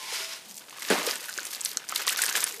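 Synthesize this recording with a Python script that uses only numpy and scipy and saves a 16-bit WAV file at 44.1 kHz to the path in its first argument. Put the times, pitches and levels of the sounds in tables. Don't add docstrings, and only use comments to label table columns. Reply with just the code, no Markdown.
import sys
import numpy as np
from scipy import signal
from scipy.io import wavfile
from scipy.ndimage import uniform_filter1d

SR = 44100
rng = np.random.default_rng(int(sys.argv[2]) if len(sys.argv) > 2 else 0)


def field_ratio(decibels):
    return 10 ** (np.asarray(decibels, dtype=float) / 20)


def dump_mix(stems):
    frames = np.atleast_2d(stems).T
    limited = np.clip(frames, -1, 1)
    pcm = np.round(limited * 32767).astype(np.int16)
    wavfile.write(sys.argv[1], SR, pcm)


N = 114660

# start_s, peak_db, pitch_hz, rattle_ms
SCOOP_TICKS = [(0.3352, -29, 5000, 1), (0.4953, -33, 6500, 1.0), (0.6963, -28.5, 8400, 0.2),
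               (0.8217, -22, 7800, 0.75), (0.8875, -19.5, 5100, 1), (0.901, -17.5, 8350, 2.7),
               (1.0302, -20, 5700, 0.66), (1.0665, -18, 4400, 6.7), (1.0855, -19, 4030, 6.4),
               (1.1106, -15, 4970, 0.37), (1.1563, -18.5, 7700, 0.76), (1.3781, -15.5, 5900, 0.14),
               (1.394, -21, 4140, 0.54), (1.4053, -24, 6100, 0.45), (1.4524, -19.5, 8800, 1.8),
               (1.4609, -23, 8500, 0.6), (1.5487, -19, 5040, 0.36), (1.6083, -21.5, 7100, 1.9),
               (1.6127, -17, 7350, 1.9), (1.6494, -8, 9300, 0.84), (1.6577, -14, 4940, 2.7),
               (1.7711, -9.5, 6190, 1.6)]
# start_s, peak_db, pitch_hz
POUR_TICKS = [(1.889, -19, 7800), (1.8946, -18.5, 8450), (1.9492, -19.5, 7200), (1.9614, -8, 4200),
              (2.0164, -23, 4310.0), (2.0688, -16, 6250), (2.0738, -16, 4400), (2.0786, -8, 4540),
              (2.0915, -10.5, 9200), (2.1037, -17, 8140), (2.1266, -17, 7800), (2.161, -15.5, 4870),
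              (2.1874, -19.5, 5830), (2.2194, -8, 9050), (2.223, -15, 8900), (2.238, -10, 8550),
              (2.2606, -19, 6960), (2.2919, -13.5, 9900), (2.2975, -17, 6600), (2.4058, -16.5, 5500),
              (2.4413, -4, 8870), (2.4761, -19.5, 5200), (2.5435, -25.5, 9770.0)]
# start_s, peak_db, pitch_hz
BEAN_SKIPS = [(0.5433, -31, 7600), (.5656, -32, 5950), (.569, -25.5, 8100), (.5812, -27, 6860),
              (0.7071, -33, 3120), (0.7842, -31, 3280), (0.85, -26, 3440), (.988, -22.5, 6000),
              (1.242, -27, 5310), (1.259, -27, 8900), (1.2968, -22.5, 7900), (1.3279, -23, 4900),
              (1.3395, -24, 6120), (1.4316, -23, 6940), (1.539, -30.5, 3800), (1.6374, -26, 5260),
              (1.6936, -29, 4700), (1.716, -24.5, 4150), (2.0673, -14.5, 9100), (2.095, -12, 3500),
              (2.1002, -15, 4730), (2.117, -24, 7000), (2.1218, -21, 4000), (2.178, -16, 5000),
              (2.189, -17, 8860), (2.2178, -14.5, 6400), (2.2262, -22, 9170), (2.244, -17, 9310),
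              (2.264, -11.5, 8100), (2.274, -21, 9380), (2.283, -17, 4000), (2.3267, -17, 6360),
              (2.3416, -26, 6880), (2.3638, -14.5, 6960), (2.4296, -24, 3800), (2.491, -26, 6400),
              (2.5235, -22.5, 6970), (2.5972, -24, 4960)]
# start_s, length_s, level_db
HANDFULS = [(0.486, 0.046, -43.5), (0.543, 0.066, -42.5), (0.7, 0.04, -53), (0.764, 0.18, -39),
            (0.904, 0.31, -41), (1.03, 0.16, -37), (1.149, 0.33, -41.5), (1.422, 0.2, -43),
            (1.505, 0.087, -39.5), (1.619, .13, -36), (1.877, 0.067, -41), (1.939, 0.075, -29.5),
            (2.007, 0.051, -38), (2.056, 0.1, -28), (2.167, 0.046, -30), (2.192, 0.14, -27),
            (2.326, 0.13, -26.5), (2.459, 0.08, -34), (2.517, 0.14, -45)]
# freq_hz, level_db
STIR_TONE = [(900, -17.5), (2500, -5.5), (5000, -2), (9500, -1.5), (13500, -4.5), (16500, -13)]
# time_s, level_db
SHOVE_LEVEL = [(.6, -53), (.7, -52.5), (.73, -48.5), (.88, -38), (1.1, -34), (1.2, -46.5), (1.3, -44),
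               (1.72, -46), (1.87, -48.5), (1.95, -35.5), (2.05, -39), (2.09, -37.5), (2.37, -33),
               (2.45, -38), (2.6, -51)]
# freq_hz, level_db
SHOVE_TONE = [(60, -19.5), (350, 1.5), (800, 0), (1450, 1.5), (3500, 3), (7000, -2.5), (16000, -50)]
# start_s, peak_db, pitch_hz
TRUCK_KNOCKS = [(0.8221, -25, 1950), (0.9101, -14.5, 1610), (1.284, -28, 1550), (1.3771, -24, 2140),
                (1.3862, -19.5, 1520), (1.7716, -27, 1450), (1.8198, -37, 1560), (1.841, -32, 1410),
                (1.923, -20.5, 1260), (1.9624, -22, 2000), (2.0742, -20.5, 1170), (2.082, -16.5, 1970),
                (2.1335, -28, 1930.0), (2.1909, -17.5, 1465), (2.2359, -16.5, 1740), (2.3119, -23, 1480),
                (2.352, -15, 1620)]
# start_s, peak_db, pitch_hz
PART_CHATTER = [(0.708, -41, 1970), (0.726, -36, 1050), (0.784, -31.5, 1080), (0.85, -29, 2230),
                (0.901, -17, 1620), (1.217, -36, 1330), (1.241, -33.5, 2030), (1.291, -26, 1550),
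                (1.307, -34, 1580), (1.581, -32.5, 1970), (1.658, -30.5, 1840), (2.107, -25, 1370),
                (2.121, -25.5, 1600), (2.126, -25, 1500), (2.157, -41, 1470), (2.218, -18.5, 2160),
                (2.263, -25, 1610), (2.326, -31, 1570), (2.542, -29.5, 2140)]
# time_s, level_db
DRAG_LEVEL = [
    (0, -42),
    (.07, -40),
    (.135, -33),
    (.22, -36),
    (.3, -41),
    (.335, -37.5),
    (.4, -48.5),
    (.55, -55),
]
# freq_hz, level_db
DRAG_TONE = [(60, -51), (400, -12.5), (700, -14.5), (1030, -4), (2300, 1), (5000, -0.5), (13000, -11),
             (16000, -24)]
# pitch_hz, width_hz, level_db, loudest_s
AXLE_RINGS = [(655, 3.4, -3, 0.26), (900, 5.9, 3, 0.03), (1041, 34, 7, 0.026), (1080, 54, -7, 0.27),
              (1437, 8, 2.5, 0.26), (2280, 130, 0, .14), (5000, 340, 2, 0.28)]
# after_touch_s, level_db
BLOWS = [
    (.001, 0),
    (.006, -5),
    (0.0104, -2),
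    (.021, 1),
    (.037, -10),
]
# pitch_hz, level_db, t60_s
TUB_RINGS = [(193, -13, 0.1), (300, -8, 0.44), (384, 10.5, 0.05), (452, 10, 0.056), (525, 10, 0.1),
             (624, 1, 0.14)]
# freq_hz, level_db
SLIDE_TONE = [(60, -65), (190, -9.5), (460, -7), (750, -6.5), (2300, -10.5), (12000, -24), (16000, -36)]
# start_s, peak_db, pitch_hz, t60_s
WALL_BOOMS = [(0.124, -32, 482, 0.04), (.2, -44, 396.3, 0.21), (0.461, -53, 218, 0.22),
              (0.496, -53, 195, 0.2), (0.541, -55, 206, .3), (1.0736, -14, 486, 0.03),
              (1.215, -36, 503, 0.035), (1.376, -30.5, 397, 0.027), (1.385, -33, 555, 0.027),
              (1.412, -40, 324, 0.041), (1.464, -39.5, 375, 0.031), (1.711, -41.5, 427, 0.047),
              (1.77, -38, 480, 0.036), (2.345, -33.5, 503, 0.038), (1.762, -35.5, 300, 0.024),
              (2.073, -25, 530, 0.02), (2.514, -45.5, 475, 0.1), (2.535, -46.5, 402, 0.27),
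              (2.574, -45, 458, 0.45)]
# freq_hz, level_db
AIR_TONE = [(20, -1), (70, 6.5), (140, 4.5), (900, 8), (2500, -26.5), (9000, 0.5), (16000, -11)]


def evened(x):
    return x / np.sqrt(np.mean(x ** 2) + 1e-20)


def level(rows, off_db=-90):
    s, db = np.transpose(rows)
    after_db = off_db if s[-1] < 2 else db[-1]
    return field_ratio(np.interp(np.arange(N) / SR, s, db, left=off_db, right=after_db))


def colour(x, tone):
    f, db = np.transpose(tone)
    hz = abs(np.fft.fftfreq(4096, 1 / SR))
    curve_db = np.maximum(np.interp(np.log(hz + 1), np.log(f + 1), db), -100)
    log_gain = curve_db * np.log(10) / 20
    taps = np.fft.ifft(np.exp(np.conj(signal.hilbert(log_gain)))).real[:2048]
    return signal.oaconvolve(x, taps)[:len(x)]


def resonate(x, hz, width):
    r = np.exp(-np.pi * width / SR)
    return 2 * signal.lfilter([1 - r], [1, -r * np.exp(2j * np.pi * hz / SR)], x).real


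def butter(x, order, hz, kind):
    return signal.sosfilt(signal.butter(order, hz, kind, fs=SR, output="sos"), x)


def add(mix, s, sound):
    part = mix[round(s * SR):][:len(sound)]
    part += sound[:len(part)]


def grains(per_s, spread_db, clump_db, clump_ms, hiss, low_hz, t60):
    size = field_ratio(spread_db * np.minimum(rng.exponential(1, N), 3))
    size = size * (rng.random(N) < per_s / SR)
    kind = rng.integers(0, 24, N)
    t = np.arange(300) / SR
    clicks = np.zeros(N)
    for k, hz in enumerate(np.geomspace(low_hz, 14000, num=24)):
        click = resonate(rng.standard_normal(300) * field_ratio(-60 * t / t60), hz, hz * 0.59)
        clicks += signal.oaconvolve(size * (kind == k), evened(click) * np.sqrt(hz))[:N]
    span = max(int(clump_ms * SR / 1000), 2)
    clump = evened(uniform_filter1d(uniform_filter1d(rng.standard_normal(N), span), span))
    return evened((evened(clicks) + hiss * rng.standard_normal(N)) * field_ratio(clump_db * clump))


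def hits(rows, sharp, crack, tail_db):
    out = np.zeros(N)
    t = np.arange(1500) / SR
    for s, db, hz, ms in rows:
        snap = rng.standard_normal(1500) + 0.91 * (t == 0)
        fade = np.exp(-t * 1000 / max(ms, .15)) + field_ratio(tail_db) * np.exp(-t / 0.0018)
        burst = butter(snap * fade, 4, hz / 2.14, "high")
        burst = butter(burst, 2, 11500, "low")
        ring = resonate(resonate(burst, hz, hz / sharp), hz, 2 * hz / sharp)
        ring = butter(ring, 2, [hz / 1.44, hz * 1.376], "band")
        wide = resonate(resonate(burst, hz, hz * 10.0), hz, hz)
        hit = evened(ring) + crack * evened(wide)
        add(out, s, field_ratio(db) * hit / abs(hit).max())
    return out


def bean_ticks():
    rows = list(SCOOP_TICKS) + [(*row, .55) for row in POUR_TICKS]
    ticks = hits(rows, sharp=1.2, crack=0.95, tail_db=-14.0)
    skips = hits([(*row, .6) for row in BEAN_SKIPS], sharp=1.3, crack=1.3, tail_db=-34.5)
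    return ticks + skips


def stir():
    effort = np.full(N, field_ratio(-56.0))
    for s, length, db in HANDFULS:
        u = np.linspace(0, 1, int(length * SR))
        add(effort, s, field_ratio(db) * np.interp(u, [0, 0.27, .7, 1], [0.014, 0.84, 0.47, 0.12]))
    beans = grains(per_s=1500, spread_db=3.5, clump_db=3.0, clump_ms=4.8, hiss=0.68, low_hz=2000, t60=0.0039)
    started = np.arange(N) > .45 * SR
    return evened(colour(beans, STIR_TONE)) * effort * started


def shove():
    heap = grains(per_s=1300, spread_db=3.5, clump_db=3.0, clump_ms=9.8, hiss=0.5, low_hz=880, t60=0.014)
    body = resonate(heap, 1450, 850)
    return evened(colour(heap + 0.69 * body, SHOVE_TONE)) * level(SHOVE_LEVEL)


def truck_knocks():
    knocks = hits([(*row, 1.5) for row in TRUCK_KNOCKS], sharp=3.9, crack=1.0, tail_db=-31)
    chatter = hits([(*row, 1.6) for row in PART_CHATTER], sharp=3.8, crack=1.04, tail_db=-15)
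    return knocks + chatter


def drag():
    rub = grains(per_s=5500, spread_db=4.0, clump_db=0.93, clump_ms=9.4, hiss=1.75, low_hz=830, t60=0.0037)
    rub = rub * level(DRAG_LEVEL)
    t = np.arange(N) / SR
    ring = np.zeros(N)
    for hz, width, db, s in AXLE_RINGS:
        push = rub * np.exp(-((t - s) / 0.13) ** 2)
        ring += field_ratio(db) * resonate(push, hz, width) * np.sqrt(1000 / width)
    body = colour(rub, DRAG_TONE)
    return body * np.std(rub) / np.std(body) + field_ratio(-4.5) * ring


def thud():
    t = np.arange(SR // 2) / SR
    blows = sum(field_ratio(db) * (t >= s) * np.exp(-abs(t - s) / 0.00036) for s, db in BLOWS)
    blows = blows * (1 + 0.38 * rng.standard_normal(len(t)))
    ring = np.zeros(len(t))
    for hz, db, t60 in TUB_RINGS:
        mode = field_ratio(db - 60 * t / t60) * np.sin(2 * np.pi * hz * t)
        ring += signal.oaconvolve(blows, mode)[:len(t)]
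    flutter = evened(uniform_filter1d(rng.standard_normal(len(t)), 60))
    slide = evened(colour(rng.standard_normal(len(t)) * field_ratio(2.0 * flutter), SLIDE_TONE))
    slide = slide * field_ratio(-60 * t / 0.57) * np.minimum(t / 0.0014, 1)
    out = np.zeros(N)
    add(out, .9025, field_ratio(-22) * (slide + field_ratio(9.5) * ring / abs(ring).max()))
    return butter(out, 4, 160, "high")


def wall_booms():
    out = np.zeros(N)
    t = np.arange(SR // 2) / SR
    for s, db, hz, t60 in WALL_BOOMS:
        onset = np.minimum(t / 0.0033, 1)
        add(out, s, field_ratio(db - 60 * t / t60) * onset * np.sin(2 * np.pi * hz * t))
    return out


def room(x):
    taps = np.zeros(SR // 2)
    at = np.arange(150, SR // 2 - 20, 20)
    taps[at + rng.integers(0, 20, len(at))] = rng.choice([-1., 1.], len(at))
    taps = colour(taps, [(300, -8.0), (1500, 0.5), (12000, -6.5)])
    taps = taps * field_ratio(-60 * np.arange(len(taps)) / SR / 0.12)
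    return signal.oaconvolve(x, taps / np.linalg.norm(taps))[:N]


def room_air():
    return field_ratio(-56) * evened(colour(rng.standard_normal(N), AIR_TONE))


def scene():
    near = bean_ticks() + stir() + shove() + truck_knocks() + drag() + thud() + wall_booms()
    return (near + field_ratio(-16) * room(near) + room_air())[None]


def band_limit(x):
    return signal.sosfilt(signal.butter(12, 16500, fs=SR, output="sos"), x)


def record(dry):
    x = butter(dry, 3, 130, "high")
    wall = signal.firwin(255, 15300, window=("kaiser", 3), fs=SR)
    low = signal.oaconvolve(x, wall[None], "same")
    mix = low + field_ratio(-42) * (x - low)
    return band_limit(mix)


dry = scene()
out = record(dry)
dump_mix(out)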